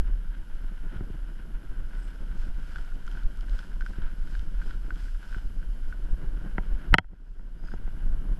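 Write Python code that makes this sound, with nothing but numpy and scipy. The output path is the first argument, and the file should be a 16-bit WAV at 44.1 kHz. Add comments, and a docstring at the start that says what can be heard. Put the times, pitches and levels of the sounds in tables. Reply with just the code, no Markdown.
"""Mountain bike on snow

A bike rolls along a snowy track, heard from a chest camera in a closed plastic housing.
Wind rumbles and buffets on the case; the tyres crunch and spray snow with each pedal stroke.
Crumbs tick on the shell, bumps thud through the mount and the brake gives a few faint scrapes.
A hard double knock on the case ducks the gain control, and the ride swells back in about a second."""
import sys
import numpy as np
from scipy import signal
from scipy.fft import rfft, irfft, next_fast_len
from scipy.io import wavfile
from scipy.ndimage import uniform_filter1d

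SR = 44100
rng = np.random.default_rng(int(sys.argv[2]) if len(sys.argv) > 2 else 0)


def output_pcm(signal):
    """Save a mono or channel-first signal as 16-bit PCM at the path in sys.argv[1].

    Samples are clipped to [-1, 1] before scaling.
    """
    pcm = np.clip(np.atleast_2d(signal).T, -1, 1) * 32767
    wavfile.write(sys.argv[1], SR, np.round(pcm).astype(np.int16))


N = 369999
TIME = np.arange(N) / SR

# EQ curves of the noise layers: f/Hz, relative level/dB
HISS_EQ = [(1000, -13), (9400, -13), (9900, -9), (10300, -9), (10600, -5), (11150, -1.5), (11700, -7),
           (12300, -11), (13500, -36.5), (15000, -40)]
RUMBLE_EQ = [(8, -9.5), (16, 4), (25, -2), (35, 2.5), (45, -16.5), (60, -19.5), (90, -29.5), (130, -41),
             (250, -92)]
BUFFET_EQ = [(50, -4), (90, -4.5), (165, 0), (250, -7), (320, -8.5), (430, -16.5), (600, -18.5), (800, -25),
             (1500, -25), (3000, -46), (8000, -63.5)]
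GRIT_EQ = [(1000, -14), (1600, 8), (3000, -3), (5000, 3), (7000, -13), (9500, -3.5), (13000, -15)]
CRUNCH_EQ = [(300, -16), (700, -14), (1150, -19), (1480, -8), (1780, -15), (2050, -16), (2500, -19),
             (3300, -23.5), (3800, -26.5), (6000, -41.5), (12000, -60)]
SPRAY_EQ = [(1000, -17), (2500, 3.5), (3500, -0.5), (4500, 2.5), (5600, -1.5), (7000, -3.5), (8000, -2),
            (9400, -12), (12000, -11), (15000, -22.5)]
# air and wall resonances of the housing: f/Hz, width/Hz, boost/dB
HOUSING_PEAKS = [(970, 66, 10.5), (1420, 250, 7.5), (1570, 94, 7), (2940, 83, 3.5), (3100, 380, 6),
                 (5110, 190, 6)]
# faint whine of the electronics: f/Hz, level/dB
WHINE_TONES = [(2640, -91.5), (2880, -77), (3120, -80.5)]
# fader moves for gusts on the case and for small eddies at its edges: t/s, level before trim/dB
RUMBLE_FADER = [(0.0, -24), (0.09, -26.5), (0.49, -39), (0.54, -31), (1.66, -37), (1.84, -27.5),
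                (1.93, -36.5), (2.03, -31), (2.05, -37.5), (2.52, -27.5), (2.59, -32.5), (3.24, -33.5),
                (3.26, -20.5), (3.34, -35.5), (3.55, -27), (3.66, -43), (3.76, -27), (3.92, -37.5),
                (4.06, -24.5), (4.11, -35.5), (4.18, -30), (4.67, -29), (5.06, -35), (5.11, -26),
                (5.25, -44), (5.34, -31), (6.09, -31), (6.14, -19), (6.18, -39.5), (6.25, -26),
                (6.49, -35.5), (6.56, -26), (6.65, -32.5), (6.72, -24.5), (6.86, -40), (6.93, -13.5),
                (6.98, -27), (7.16, -29), (7.89, -28.5), (8.03, -32.5), (8.1, -19.5), (8.24, -31.5),
                (8.29, -25.5), (8.38, -35)]
BUFFET_FADER = [(0.0, -48), (0.3, -51.5), (0.85, -49.5), (0.95, -45), (1.3, -49), (2.5, -47), (2.62, -52),
                (2.8, -48.5), (3.95, -48), (4.12, -51), (4.3, -49.5), (4.9, -46.5), (5.1, -53.5),
                (5.55, -50), (5.63, -48), (5.7, -51), (5.78, -49), (6.0, -48), (6.15, -45.5), (6.26, -40.5),
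                (6.33, -48), (6.41, -41), (6.5, -45), (6.9, -44), (7.75, -44), (7.82, -49), (7.95, -49),
                (8.08, -43), (8.38, -44)]
# thin scrapes, like a brake disc brushing its pads: t/s, length/s, f/Hz, width/Hz, level/dB
BRAKE_RUBS = [(1.935, 0.19, 8160, 1500, -73), (1.94, 0.23, 5100, 260, -77), (7.562, 0.2, 4950, 200, -67.5),
              (7.62, 0.16, 6450, 400, -75)]
# dry ticks, like ice grit and the chain: t/s, peak/dB, low cut/Hz, high cut/Hz
DRY_TICKS = [(2.8485, -46, 1500, 5200), (2.955, -47, 1500, 4300), (3.0665, -46, 2200, 7000),
             (3.114, -42, 1700, 5200), (3.126, -51, 2000, 7000), (3.234, -46, 1500, 5000),
             (3.3718, -49.5, 2000, 10000), (3.409, -44, 1500, 4720), (3.496, -44, 1800, 3800),
             (3.8622, -51, 3000, 9000), (4.0191, -48, 2300, 4200), (4.394, -43, 1400, 4190),
             (4.959, -45, 1400, 4000), (4.98, -50, 2010, 4600)]
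# the chest mount swinging after a bump: f/Hz, relative level/dB, t60/s
MOUNT_RING = [(88.5, -0.5, 0.084), (184, -1.5, 0.048), (363, -1, 0.029)]
# mount thuds from bumps in the track, and the low thump of the mount under the hard double knock at 6.94 and
# 6.98 s: t/s, peak/dB, high cut/Hz
MOUNT_THUDS = [(0.927, -40, 500), (0.958, -28, 159), (1.007, -23, 422), (1.1, -30.5, 600), (3.982, -26, 257),
               (5.362, -30, 280), (6.581, -30, 684), (6.9428, -5, 130), (6.984, -7.5, 120), (7.131, -24, 398),
               (7.738, -26.5, 201)]
# the shell flicked by a crumb: f/Hz, relative level/dB, t60/s
SHELL_RING = [(1200, -42, 0.0089), (1441, 14.5, 0.021), (1502, 14.5, 0.04), (1950, -8, 0.0082),
              (3060, -1, 0.0099), (3940, -31, 0.0049), (5040, -32, 0.0077)]
# the biggest snow crumbs: t/s, peak/dB, ring pitch/Hz, snap relative to the ring/dB
BIG_CRUMBS = [(2.7588, -31.5, 1490, -15), (2.765, -41, 1610, -26), (2.7841, -35.5, 1470, -12),
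              (2.92, -44, 1480, -22), (3.0777, -33.5, 1410, -12), (3.1722, -39, 1500, -20),
              (3.4835, -42, 1550, -24), (3.5902, -33, 1490, -6.5), (3.63, -40, 1530, -22),
              (3.809, -32.5, 1503, -12.5), (3.8212, -34.5, 1510, -18), (3.8627, -30, 1510, -19),
              (3.934, -40.5, 1530, -26), (4.02, -42, 1550, -14), (4.2732, -40.5, 1453, -11),
              (4.3424, -42, 1520, -22), (4.3515, -33.5, 1553, -16), (4.6163, -36.5, 1550, -20),
              (4.622, -41, 1520, -24), (4.7087, -35.5, 1477, -11), (4.9057, -28.5, 1490, -20),
              (5.0828, -42, 1575, -26), (5.3265, -36.5, 1500, -19), (5.3455, -31.5, 1506, -21),
              (5.6277, -42.5, 1510, -22), (5.9254, -33.5, 1466, -29.5), (7.685, -36, 1450, -28),
              (7.717, -35.5, 1500, -16)]
# fader moves for the rolling tyres, before trim: t/s, crunch/dB, spray/dB
TYRE_FADERS = [(0.0, -56, -72.5), (0.8, -56, -69.5), (1.6, -57, -72), (2.2, -56, -68.5), (4.5, -58, -68),
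               (5.4, -61, -68.5), (6.9, -53, -70.5), (7.3, -56.5, -65), (7.8, -56.5, -71.5),
               (8.38, -59.5, -71)]
# the tyre digs in, mostly on a pedal stroke: centre t/s, length/s, crunch boost/dB, spray boost/dB
TYRE_SURGES = [(0.94, 0.17, 6.5, -1), (2.006, 0.44, 3.5, 1.5), (2.423, 0.23, 3.5, 5),
               (2.748, 0.47, 4.5, 4.5), (3.155, 0.29, 6, 3), (3.58, 0.34, 4, 6), (3.898, 0.28, 1, 3.5),
               (4.039, 0.23, 9.5, -1.5), (4.343, 0.29, 3, 5.5), (4.674, 0.28, 8, 4.5),
               (5.034, 0.34, 4.5, 6.5), (5.317, 0.4, 9.5, 5), (5.9, 0.13, 2.5, 2), (7.704, 0.31, 4, 5)]
# the case under a blow, and a thin after-ring like a metal buckle: f/Hz, relative level/dB, t60/s
CASE_RING = [(105, -15.5, 0.034), (164, -7, 0.045), (314, -8, .016), (453, -11.5, .017), (615, -16, 0.032),
             (725, -15, 0.04), (912, -10.5, 0.031), (1291, -2.5, 0.019), (1490, -0.5, 0.015),
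             (1855, 0.5, 0.016), (2045, -1, 0.015), (2565, -7.5, .012), (2973, -6, 0.015),
             (4000, -18.5, 0.016), (4220, -15, 0.0099), (5430, -18.5, 0.0105), (6520, -16.5, 0.0073),
             (9010, -13.5, 0.0041)]
BUCKLE_RING = [(3250, 0, 0.057), (5160, -9.5, 0.04)]
# knocks on the case; the row at 6.93 s is a brief dull burst leading into the hard double knock:
# t/s, peak before gain control/dB, high cut/Hz, ring pitch/Hz
KNOCKS_AND_LEAD_IN = [(1.0055, -32.5, 636, 1890), (6.5805, -17, 1110, 1960), (6.9303, -6.5, 797, 1930),
                      (6.9405, 20, 6000, 1870), (6.9835, 12.5, 4800, 1935), (7.043, -30, 900, 1870),
                      (7.132, -28.5, 500, 1860), (7.393, -33, 800, 1880), (7.636, -32, 550, 1870),
                      (7.736, -23, 500, 1880), (7.875, -32, 634, 1950)]

SHELL_PITCH_HZ, CASE_PITCH_HZ = 1488, 1863  # root pitches of SHELL_RING and CASE_RING


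def from_db(db):
    """Decibels to gain."""
    return 10 ** (np.asarray(db) / 20)


def rms_one(x):
    """Normalise to an rms of 1."""
    return x / np.sqrt(np.mean(x ** 2) + 1e-20)


def peak_one(x):
    """Normalise to a peak of 1."""
    return x / np.abs(x).max()


def low_pass(x, hz):
    """Second-order high cut."""
    return signal.sosfilt(signal.butter(2, min(hz, SR / 2 - 1), fs=SR, output="sos"), x)


def high_pass(x, hz):
    """Second-order low cut."""
    return signal.sosfilt(signal.butter(2, hz, "high", fs=SR, output="sos"), x)


def equalise(x, curve):
    """Shape a steady sound with an EQ curve; rms 1."""
    size = next_fast_len(N)
    hz, db = np.transpose(curve)
    bins = np.arange(size // 2 + 1) * SR / size
    gain = from_db(np.interp(np.log(bins + 1e-9), np.log(hz), db))
    return rms_one(irfft(rfft(x, size) * gain, size)[:N])


def automation(rows):
    """Straight ramps between breakpoints, one curve for each level column."""
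    times, *columns = np.transpose(rows)
    return [np.interp(TIME, times, column) for column in columns]


def bell(centre_s, length_s):
    """A smooth swell from 0 to 1 and back."""
    return np.cos(np.pi * np.clip((TIME - centre_s) / length_s, -.5, .5)) ** 2


def drift(rate_hz):
    """Smooth random modulation that rolls off above the rate; rms 1."""
    hop, settle = 40, 2000
    pole = np.exp(-2 * np.pi * rate_hz * hop / SR)
    noise = rng.standard_normal(N // hop + settle + 2)
    slow = signal.lfilter([1], [1, -2 * pole, pole * pole], noise)[settle:]
    return np.interp(np.arange(N) / hop, np.arange(len(slow)), rms_one(slow))


def flutter(rate_hz):
    """Random modulation with the slow swells taken out; rms 1."""
    wander = drift(rate_hz)
    return rms_one(wander - uniform_filter1d(wander, size=SR // 6))


def grains(per_s, spread_db):
    """Random clicks, many small and a few large; rms 1."""
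    sizes = from_db(spread_db * np.minimum(rng.exponential(1, N), 4))
    signs = rng.choice([-1, 1], N)
    return rms_one(sizes * signs * (rng.random(N) < per_s / SR))


def snap(low_hz, high_hz, t60):
    """Brittle contact: a burst of noise that dies within milliseconds."""
    t = TIME[:SR // 10]
    burst = rng.standard_normal(len(t)) * np.exp(-np.log(1000) * t / t60)
    band = signal.butter(2, [low_hz, high_hz], "band", fs=SR, output="sos")
    return peak_one(signal.sosfilt(band, burst))


def struck(modes, scatter_db, polarity, tune=1):
    """One blow rings decaying modes; with negative polarity, neighbours swing in opposition."""
    hz, db, t60 = np.transpose(modes)[:, :, None]
    t = TIME[:SR // 10]
    strength = from_db(db + scatter_db * rng.standard_normal(db.shape))
    strength *= polarity ** np.arange(len(db))[:, None]
    decay = np.exp(-np.log(1000) * t / t60)
    ring = np.sum(strength * np.sin(2 * np.pi * tune * hz * t) * decay, axis=0)
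    attack = 1 - np.exp(-t / .00025)
    all_pass = [[-.7, 1, 0, 1, -.7, 0]]  # bending waves bring the highs just ahead of the lows
    return peak_one(signal.sosfilt(all_pass, ring * attack))


def housing(x):
    """Boxy colour: each resonance of the closed case boosts its own band; rms 1."""
    out = x
    for hz, width_hz, boost_db in HOUSING_PEAKS:
        band = signal.lfilter(*signal.iirpeak(hz, hz / width_hz, fs=SR), x)
        out = out + (from_db(boost_db) - 1) * band
    return rms_one(out)


def add(out, s, peak_db, sound):
    """Drop a one-shot into the mix at a time and a peak level."""
    at = round(s * SR)
    out[at:at + len(sound)] += (from_db(peak_db) * peak_one(sound))[:N - at]


def camera_noise():
    """The noise floor: thin hiss and whine from the camera's electronics."""
    whine = sum(from_db(db) * np.sqrt(2) * np.sin(2 * np.pi * hz * TIME) for hz, db in WHINE_TONES)
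    return whine + from_db(-73) * equalise(rng.standard_normal(N), HISS_EQ)


def wind():
    """Big eddies press on the case as a deep rumble; small ones buffet it in lumps."""
    rumble_trim_db, buffet_trim_db, gust_db = 3, -1.09, 2
    rumble_db = automation(RUMBLE_FADER)[0] + rumble_trim_db + gust_db * flutter(rate_hz=6.2)
    buffet_db = automation(BUFFET_FADER)[0] + buffet_trim_db
    eddies = equalise(rng.standard_normal(N), RUMBLE_EQ)
    eddies /= np.sqrt(uniform_filter1d(eddies ** 2, size=SR // 8) + 1e-3)  # levelled before the fader
    lumps = rng.standard_normal(N) * from_db(3.1 * flutter(rate_hz=25))
    return from_db(rumble_db) * eddies + from_db(buffet_db) * equalise(lumps, BUFFET_EQ)


def brake_rubs():
    """Light pad friction comes on, holds and lets go in narrow resonances that catch and waver."""
    out = np.zeros(N)
    fade_s = 0.036
    catching = from_db(2 * flutter(rate_hz=37))
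    waver_hz = 50 * drift(rate_hz=12)
    for s, length_s, hz, width_hz, level_db in BRAKE_RUBS:
        carrier = np.sin(2 * np.pi * np.cumsum(hz + waver_hz) / SR)
        band = low_pass(rng.standard_normal(N), width_hz / 2) * carrier
        swell = np.clip(np.minimum(TIME - s, s + length_s - TIME) / fade_s, 0, 1)
        out += from_db(level_db) * swell * rms_one(band * catching)
    return out


def ticks():
    """Tiny hard contacts down at the bike, too light to ring the shell; each has its own brightness."""
    out = np.zeros(N)
    for s, peak_db, low_hz, high_hz in DRY_TICKS:
        add(out, s, peak_db, housing(snap(low_hz, high_hz, t60=0.0085)))
    return out


def grit():
    """Each surge of the tyre throws a short shower of icy grains, bright and crackly."""
    shower = sum(bell(s, 0.6 * length_s) * from_db(spray_db) for s, length_s, _, spray_db in TYRE_SURGES)
    crackle = equalise(grains(per_s=190, spread_db=0.5), GRIT_EQ)
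    return from_db(-70.5) * shower * housing(crackle)


def jolts():
    """Bumps come up through the rider and swing the mount, as does the hard double knock on the case: round
    thuds with no clack."""
    out = np.zeros(N)
    for s, peak_db, high_cut_hz in MOUNT_THUDS:
        swing = struck(MOUNT_RING, scatter_db=0.5, polarity=-1.06)
        add(out, s, peak_db, low_pass(swing, high_cut_hz))
    return out


def small_crumbs():
    """Random soft hits, in rows like BIG_CRUMBS: the harder the tyre digs, the more crumbs fly."""
    full_dig_per_s, least_dig = 20, .4
    peak_db, snap_db = -47, -13
    dig = np.maximum(sum(bell(s, length_s) for s, length_s, _, _ in TYRE_SURGES), least_dig)
    in_deep_snow = (TIME > 1.9) & (TIME < 5.4)
    times = TIME[rng.random(N) < full_dig_per_s * dig * in_deep_snow / SR]
    scatter = rng.standard_normal((len(times), 2))
    return [(s, peak_db + 1.5 * size, SHELL_PITCH_HZ * (1 + 0.061 * spot), snap_db)
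            for s, (size, spot) in zip(times, scatter)]


def crumbs():
    """Clumps off the front wheel pat on the shell, each spot with its own pitch; icy ones snap."""
    out = np.zeros(N)
    for s, peak_db, pitch_hz, snap_db in list(BIG_CRUMBS) + small_crumbs():
        ring = struck(SHELL_RING, scatter_db=3, polarity=1, tune=pitch_hz / SHELL_PITCH_HZ)
        crack = peak_one(housing(snap(low_hz=2500, high_hz=4900, t60=0.017)))
        add(out, s, peak_db, high_pass(ring, hz=1050) + from_db(snap_db) * crack)
    return out


def tyres():
    """Snow packs under the knobs in tiny fractures and flies off as spray, surging as the tyre digs."""
    crunch_trim_db, spray_trim_db = -2.5, -0.5
    crunch_db, spray_db = automation(TYRE_FADERS)
    for s, length_s, crunch_boost_db, spray_boost_db in TYRE_SURGES:
        dig = bell(s, length_s)
        crunch_db += crunch_boost_db * dig
        spray_db += spray_boost_db * dig
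    fractures = grains(per_s=1500, spread_db=4) + 0.81 * rng.standard_normal(N)
    fractures *= from_db(1.5 * flutter(rate_hz=14))  # uneven snow under the tyre
    coarse = .4 * grains(per_s=150, spread_db=3.5)
    powder = grains(per_s=2900, spread_db=3.5) + coarse + 1.1 * rng.standard_normal(N)
    crunch = from_db(crunch_db + crunch_trim_db) * housing(equalise(fractures, CRUNCH_EQ))
    spray = from_db(spray_db + spray_trim_db) * housing(equalise(powder, SPRAY_EQ))
    return crunch + spray


def knocks():
    """Hard contacts clack the case, each at its own pitch; a dull burst leads into the loudest pair."""
    out = np.zeros(N)
    null_hz, null_width_hz = 1110, 160  # here the case wall stands still at the microphone
    notch = signal.iirnotch(null_hz, null_hz / null_width_hz, fs=SR)
    for s, peak_db, high_cut_hz, pitch_hz in KNOCKS_AND_LEAD_IN:
        ring = struck(CASE_RING, scatter_db=1, polarity=-1, tune=pitch_hz / CASE_PITCH_HZ)
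        body = high_pass(signal.lfilter(*notch, ring), hz=88)
        tail = from_db(-37.5) * struck(BUCKLE_RING, scatter_db=1, polarity=1)
        edge = from_db(-15.5) * snap(low_hz=3200, high_hz=14000, t60=0.009)
        blow = low_pass(body + tail + edge, high_cut_hz)
        # a blunt contact has no sharp edge, so the treble falls away faster still
        add(out, s, peak_db, low_pass(blow, 3 * high_cut_hz))
    return out


def scene():
    """The mono mix at the microphone, from noise floor to knocks."""
    bed = camera_noise() + wind()
    ride = brake_rubs() + ticks() + grit() + jolts() + crumbs() + tyres()
    return (bed + ride + knocks())[None]


def gain_control(x, ceiling_db, release_db_per_s, ahead_s):
    """The gain ducks just ahead of an overload and climbs back at a steady rate."""
    window = SR // 300
    level_db = 10 * np.log10(np.maximum(uniform_filter1d(x ** 2, size=window), 1e-12))
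    over_db = np.maximum(level_db - ceiling_db, 0)
    climb_db = release_db_per_s * TIME
    duck_db = np.maximum.accumulate(over_db + climb_db) - climb_db
    duck_db = np.interp(TIME + ahead_s, TIME, uniform_filter1d(duck_db, size=window))
    return x * from_db(-duck_db)


def record(dry):
    """The camera's chain: gain control, clipping at full scale and a steep high cut at 15 kHz."""
    ducked = gain_control(dry[0], ceiling_db=-7, release_db_per_s=20.5, ahead_s=.009)
    high_cut = signal.ellip(10, .1, 90, 15000, fs=SR, output="sos")
    return signal.sosfilt(high_cut, np.clip(ducked, -1, 1))[None]


dry = scene()
out = record(dry)
output_pcm(out)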